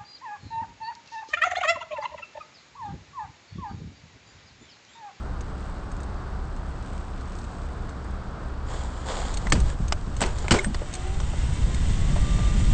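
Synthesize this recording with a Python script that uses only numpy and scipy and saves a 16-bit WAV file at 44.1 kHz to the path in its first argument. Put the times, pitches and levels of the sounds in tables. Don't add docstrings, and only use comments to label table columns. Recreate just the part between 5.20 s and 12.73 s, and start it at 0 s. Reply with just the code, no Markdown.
import sys
import numpy as np
from scipy import signal
from scipy.fft import rfft, irfft, next_fast_len
from scipy.io import wavfile
from scipy.ndimage import uniform_filter1d

SR = 44100
rng = np.random.default_rng(int(sys.argv[2]) if len(sys.argv) > 2 else 0)


def bounce(signal):
    frames = np.transpose(np.atleast_2d(signal))
    limited = np.clip(frames, -1, 1)
    pcm = np.round(limited * 32767).astype(np.int16)
    wavfile.write(sys.argv[1], SR, pcm)


N = 332148
TIME_S = np.arange(N) / SR
TOP_HZ = 8550

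# (from_s, to_s)
PUSH_OFF, THROTTLE, LEAVING = (3.84, 4.21), (4.8, 5.8), (4.26, 6.1)


def undb(db):
    return 10 ** (np.asarray(db) / 20)


def unit(x):
    return x / np.sqrt(np.mean(x ** 2))


def curve(rows):
    return np.interp(TIME_S, *np.transpose(rows))


def ramp(span):
    start_s, end_s = span
    return np.clip((TIME_S - start_s) / max(end_s - start_s, .001), 0, 1)


def swell(centre_s, half_length_s):
    return np.exp(-((TIME_S - centre_s) / half_length_s) ** 2)


def walk(rate_hz):
    steps = (TIME_S * rate_hz).astype(int) % 4096
    held = rng.standard_normal(4096)[steps]
    return unit(uniform_filter1d(held, int(SR / rate_hz)))


def colour(x, points, peaks=(), tilt_db=0):
    size = next_fast_len(len(x) + 4096)
    hz = np.maximum(np.fft.rfftfreq(size, 1 / SR), 1)
    point_hz, point_db = np.transpose(points)
    db = np.interp(np.log(hz), np.log(point_hz), point_db)
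    db = db + tilt_db * np.log2(np.clip(hz, 300, TOP_HZ))
    for centre_hz, width_hz, lift_db in peaks:
        db = db + lift_db / (1 + (2 * (hz - centre_hz) / width_hz) ** 2)
    power = np.mean(undb(db[hz < TOP_HZ]) ** 2) * TOP_HZ / (SR / 2)
    db = db - 10 * np.log10(power)
    cepstrum = irfft(np.log(undb(db)), size)
    cepstrum[1:size // 2] *= 2
    cepstrum[size // 2 + 1:] = 0
    response = np.exp(rfft(cepstrum))
    return irfft(rfft(x, size) * response, size)[:len(x)]


def grit(spread_db):
    sizes = np.minimum(rng.exponential(size=N // 16 + 1), 4.5)
    sizes = np.repeat(sizes, 16)[:N]
    return unit(rng.standard_normal(N) * undb(spread_db * sizes))


def chatter(t60_s):
    t = TIME_S[:SR // 3]
    return rng.standard_normal(len(t)) * np.exp(-np.log(1000) * t / t60_s)


def add(out, start_s, x):
    i = int(start_s * SR)
    out[i:i + len(x)] += x[:N - i]


# (hz, relative_db_per_hz)
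STREET_COLOUR = [(12, -12), (32, 1), (62, -2.5), (85, -7), (190, -15), (270, -16.5), (500, -21.5),
                 (1250, -22), (1550, -26), (1900, -34), (2600, -41), (4600, -42), (5800, -48),
                 (8400, -51.5)]
# (pitch_hz, level_db)
IDLE_HUM = [(33.2, -38.5), (66.4, -38.5), (116.6, -51), (149.5, -54), (182, -52), (199, -53), (296, -58.5),
            (752, -61)]
# (hz, relative_db_per_hz)
SIZZLE_COLOUR = [(800, -20.5), (2500, 4), (4500, -1.5), (5800, -2.5), (8300, 1.5)]
# (centre_s, half_length_s, level_db)
SIZZLE_SWELLS = [(.43, 0.23, -66.5), (1.72, 0.23, -62), (2.258, 0.33, -60.5)]
STREET_DB, BEHIND_DB = -34, -5.5
SIZZLE_DB, SIZZLE_ROLLING_DB = -67.5, -60.5


def street():
    wash = undb(STREET_DB + .5 * walk(6.7)) * colour(rng.standard_normal(N), STREET_COLOUR)
    turns = np.cumsum(1 + 0.01202 * walk(9)) / SR
    hum = np.zeros(N)
    for pitch_hz, level_db in IDLE_HUM:
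        partial = np.sqrt(2) * np.sin(2 * np.pi * (pitch_hz * turns + rng.random()))
        hum += undb(level_db + 2.0 * walk(11)) * partial
    wet = undb(SIZZLE_DB) + undb(SIZZLE_ROLLING_DB) * ramp(PUSH_OFF)
    for centre_s, half_length_s, level_db in SIZZLE_SWELLS:
        wet += undb(level_db) * swell(centre_s, half_length_s)
    sizzle = wet * undb(1.0 * walk(10)) * colour(grit(spread_db=4.5), SIZZLE_COLOUR)
    return (wash + hum) * undb(BEHIND_DB * ramp(LEAVING)) + sizzle


# (start_s, level_db before the ring is added)
TICKS = [(.716, -45.5), (.766, -49), (0.803, -44), (0.832, -42), (2.241, -44), (2.689, -50), (4.141, -32.5),
         (4.1717, -30.5), (4.3, -31), (4.4018, -32.5), (4.682, -35.5), (4.966, -34.5), (5.061, -31.5),
         (5.185, -35), (5.729, -40), (5.738, -29), (5.751, -30.5), (6.545, -32.5)]
# (centre_hz, width_hz, lift_db)
FITTING_RING = [(3741, 250, 11), (4300, 200, 14), (6250, 200, 9), (6680, 200, 10), (8250, 500, 7)]
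TICK_T60_S = 0.035
FAINT_TICK_DB, FAINT_SPREAD_DB = -53, 5.5


def fittings():
    taps = np.zeros(N)
    faint_s = rng.uniform(0, TIME_S[-1], size=14)
    faint_db = FAINT_TICK_DB + FAINT_SPREAD_DB * rng.standard_normal(size=14)
    for start_s, level_db in TICKS + list(zip(faint_s, faint_db)):
        add(taps, start_s, undb(level_db) * chatter(TICK_T60_S))
    return colour(taps, [(500, -13), (2000, 3.5), (4000, -4.5), (8000, 2.5)], FITTING_RING)


# (hz, relative_db_per_hz)
WET_COLOUR = [(200, -12.5), (450, 3), (900, 2.5), (1500, -6.5), (2000, -8.5), (2650, -18.5), (4500, -12),
              (5900, -18.5), (8300, -14)]
# (centre_hz, width_hz, lift_db)
TREAD_RESONANCES = [(1620, 30, 9), (3230, 930, 9), (4500, 680, 0.5), (7100, 1000, 8.5)]
# (full_s, length_s, level_db), where full_s is the end of the attack
SWISHES = [(3.504, 0.31, -39), (3.77, .1, -42.5), (3.89, 0.37, -32), (4.47, 0.044, -42),
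           (5.01, 0.15, -41.5), (5.17, 0.41, -40)]
SWISH_ATTACK_S, SWISH_RELEASE_S, SWISH_SAG_DB_PER_S = 0.072, .03, 32
ROLLING_DB, DRIVEN_DB = -60.5, -52


def tyres():
    peel = undb(ROLLING_DB) * ramp(PUSH_OFF) + undb(DRIVEN_DB) * ramp(THROTTLE)
    for full_s, length_s, level_db in SWISHES:
        attack = ramp((full_s - SWISH_ATTACK_S, full_s)) ** 2
        release = np.exp(-np.maximum(TIME_S - full_s - length_s, 0) / SWISH_RELEASE_S)
        sagging_db = level_db - SWISH_SAG_DB_PER_S * np.maximum(TIME_S - full_s, 0)
        peel = np.maximum(peel, attack * release * undb(sagging_db))
    return peel * undb(1.0 * walk(25)) * colour(grit(spread_db=3.0), WET_COLOUR, TREAD_RESONANCES)


def shake(points):
    x = colour(rng.standard_normal(N), points)
    return x / np.sqrt(uniform_filter1d(x ** 2, SR // 5))


# (time_s, cogging_hz)
SPEED = [(5.62, 351), (5.88, 381), (6.0, 402.8), (6.4, 503.7), (6.65, 526.4), (7.0, 588.8), (7.25, 591.6),
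         (7.53, 607)]


def with_speed(law_db):
    start_db, per_doubling_db = law_db
    return start_db + per_doubling_db * np.log2(curve(SPEED) / SPEED[0][1])


# (hz, relative_db_per_hz)
BUFFET_COLOUR = [(12, -3), (28, 1), (48, 1), (80, -4.5), (130, -15), (250, -35.5), (600, -52.5)]
# (hz, relative_db_per_hz)
DECK_COLOUR = [(50, -21), (105, 5.5), (170, 0), (240, -7.5), (320, -12), (480, -23), (1000, -39)]
# (centre_s, half_length_s, change_db)
GUSTS = [(4.406, 0.09, 10), (4.557, 0.03, -10), (4.63, 0.047, 4), (4.83, 0.06, -5), (5.747, 0.098, -12),
         (5.897, 0.053, 3), (7.494, 0.097, 3.5)]
BUFFET_DB, DRONE_DB = (-27, 9.5), (-43.5, 20.5)  # (dB at the starting speed, dB more per doubling)


def rumble():
    buffet = shake(BUFFET_COLOUR)
    buffet = buffet - 0.078 * (buffet ** 2 - 1)
    gusts_db = sum(change_db * swell(s, half_s) for s, half_s, change_db in GUSTS)
    buffet = undb(with_speed(BUFFET_DB) + gusts_db) * buffet
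    drone = undb(with_speed(DRONE_DB) + 1.5 * walk(35)) * shake(DECK_COLOUR)
    return ramp(PUSH_OFF) * (buffet + drone)


# (hz, relative_db_per_hz)
KNOCK_COLOUR = [(120, -29), (350, -4.5), (900, 3), (1400, -1.5), (3000, -3.5), (4700, -9.5), (5800, -8),
                (8300, -7)]
# (centre_hz, width_hz, lift_db)
FRAME_RESONANCES = [(368, 99, 7), (595, 20, 9.5), (980, 200, 2), (1467, 110, 6), (2020, 74, 1.5),
                    (2270, 120, 1.5), (2980, 170, 1.5), (4950, 170, 2), (6520, 200, 0.5), (7650, 150, 4)]


def clatter(t60_s, tilt_db, part_hz):
    part = (part_hz, 100 + 0.13 * part_hz, 10.5)
    return colour(chatter(t60_s), KNOCK_COLOUR, FRAME_RESONANCES + [part], tilt_db)


def thud():
    points = [(25, -2), (70, 2), (170, -5), (330, -8.0), (700, -16), (2000, -53.0)]
    return colour(chatter(0.17), points, [(201, 120, 6.5)])


# (start_s, crack_db, rebound_db, thud_db, shudder_db, tilt_db_per_octave, part_hz)
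DROPS = [(4.3218, -9, -25.5, -13, -29, 2, 1690), (5.0159, -15, -18.5, -22.5, -29.5, -2, 8000),
         (5.3088, -7.5, -11.5, -11, -19, 0, 3070)]
# (start_s, level_db, t60_s, tilt_db_per_octave, part_hz)
CLACKS = [(4.269, -28, 0.037, -1, 2020), (4.5, -32.5, .025, 2.5, 1690), (4.7232, -14, 0.025, -0.5, 5000),
          (5.006, -25, .05, -.5, 8100), (5.038, -16.5, 0.019, -2.5, 2070), (5.2817, -21, 0.024, -1, 2310),
          (5.387, -24.5, .042, 1, 3600), (5.445, -24.5, .025, 2, 1800), (5.545, -26.5, .04, -0.5, 4600),
          (6.001, -31.5, 0.047, -0.5, 5870)]
# (start_s, level_db, part_hz)
BUMPS = [(5.071, -31, 1430), (5.243, -28.5, 657), (5.617, -32, 503), (6.133, -32.5, 685), (6.961, -28, 706),
         (7.185, -30.5, 754)]
# (start_s, level_db, resonance_hz)
BOOMS = [(4.262, -27, 170), (4.375, -23, 130), (4.6, -24.5, 150), (4.871, -32, 125), (5.46, -24, 210)]
# (hz, relative_db_per_hz)
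BOOM_COLOUR = [(40, -11), (110, 1.5), (210, 1), (330, -12), (700, -27), (2000, -56)]
REBOUND_LAG_S, SHUDDER_LAG_S = .008, 0.03
CRACK_T60_S, REBOUND_T60_S, SHUDDER_T60_S, BUMP_T60_S, BOOM_T60_S = 0.033, 0.069, 0.26, .08, 0.23
REBOUND_HZ, SHUDDER_HZ = 4580, 400
SHUDDER_TILT_DB, BUMP_TILT_DB = -1.5, -4.5


def knocks():
    out = np.zeros(N)
    for start_s, crack_db, rebound_db, thud_db, shudder_db, tilt_db, part_hz in DROPS:
        crack = undb(crack_db) * clatter(CRACK_T60_S, tilt_db, part_hz)
        rebound = undb(rebound_db) * clatter(REBOUND_T60_S, tilt_db, REBOUND_HZ)
        shudder = undb(shudder_db) * clatter(SHUDDER_T60_S, SHUDDER_TILT_DB, SHUDDER_HZ)
        add(out, start_s, crack + undb(thud_db) * thud())
        add(out, start_s + REBOUND_LAG_S, rebound)
        add(out, start_s + SHUDDER_LAG_S, shudder)
    for start_s, level_db, t60_s, tilt_db, part_hz in CLACKS:
        add(out, start_s, undb(level_db) * clatter(t60_s, tilt_db, part_hz))
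    for start_s, level_db, part_hz in BUMPS:
        add(out, start_s, undb(level_db) * clatter(BUMP_T60_S, BUMP_TILT_DB, part_hz))
    for start_s, level_db, resonance_hz in BOOMS:
        boom = colour(chatter(BOOM_T60_S), BOOM_COLOUR, [(resonance_hz, 70, 6)])
        add(out, start_s, undb(level_db) * boom)
    return out


# (centre_s, pitch_hz, level_db, half_length_s)
SQUEAKS = [(4.266, 2110, -46, 0.0063), (5.366, 2240, -35, .008), (5.3943, 2150, -20.5, 0.0038),
           (5.45, 8430, -37, 0.017)]


def squeaks():
    out = np.zeros(N)
    waver = np.cumsum(1 + .012 * walk(300)) / SR
    for centre_s, pitch_hz, level_db, half_length_s in SQUEAKS:
        chirp = np.sqrt(2) * np.sin(2 * np.pi * pitch_hz * waver)
        out += undb(level_db) * swell(centre_s, half_length_s) * chirp
    return out


# (multiple of the cogging rate, relative_db)
MOTOR_ORDERS = [(3.25, -18), (3.68, -17), (4.57, -17), (5.36, -20), (6.2, -17), (7.15, -20)]
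# (hz, relative_db_per_hz)
DRIVE_COLOUR = [(300, -19.5), (600, -0.5), (900, -5.5), (1300, -8), (1900, -4.5), (2500, -7.5),
                (3200, -5.5), (4800, -13), (6200, -12), (8400, -9.5)]
# (centre_hz, width_hz, lift_db)
SHELL_RESONANCES = [(1470, 90, 3), (2000, 250, 4), (2705, 50, 5), (3050, 150, 3), (3640, 90, 8),
                    (4280, 130, 3), (5750, 120, 3), (7100, 320, 6), (7960, 200, 4), (8400, 200, 4)]
# (centre_hz, width_hz, lift_db)
WHINE_PEAKS = [(762, 74, 14), (1015, 50, 6), (1184, 29, 9.5)]
DRIVE_DB, WHINE_DB = (-48, 9), (-60.5, 8)  # (dB at the starting speed, dB more per doubling)


def motor():
    cogging_hz = curve(SPEED)
    turns = np.cumsum(cogging_hz * (1 + 0.0055 * walk(45))) / SR

    def tone(multiple):
        return undb(2 * walk(20)) * np.sqrt(2) * np.sin(2 * np.pi * multiple * turns)

    first_hz = FRAME_RESONANCES[0][0]
    lowest_db = -10.5 + 11.5 / (1 + ((cogging_hz - first_hz) / 60) ** 2)
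    whine_hz = 2 * cogging_hz
    lift_db = 0
    for centre_hz, width_hz, peak_db in WHINE_PEAKS:
        lift_db = lift_db + peak_db / (1 + (2 * (whine_hz - centre_hz) / width_hz) ** 2)
    whine = undb(with_speed(WHINE_DB) + lift_db) * (tone(2) + undb(lowest_db) * tone(0.97))
    upper = sum(undb(order_db) * tone(multiple) for multiple, order_db in MOTOR_ORDERS)
    shell = colour(grit(spread_db=2.0) + undb(-6.5) * upper, DRIVE_COLOUR, SHELL_RESONANCES)
    return ramp(THROTTLE) * (whine + undb(with_speed(DRIVE_DB) + 0.64 * walk(23)) * shell)


def scene():
    mix = street() + fittings() + tyres() + rumble() + knocks() + squeaks() + motor()
    return mix[None]


def record(dry):
    ceiling = 0.62
    rounded = ceiling * np.tanh(dry / ceiling)
    steep_cut = signal.ellip(12, .2, 70, TOP_HZ, fs=SR, output="sos")
    return signal.sosfilt(steep_cut, rounded)


dry = scene()
out = record(dry)
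bounce(out)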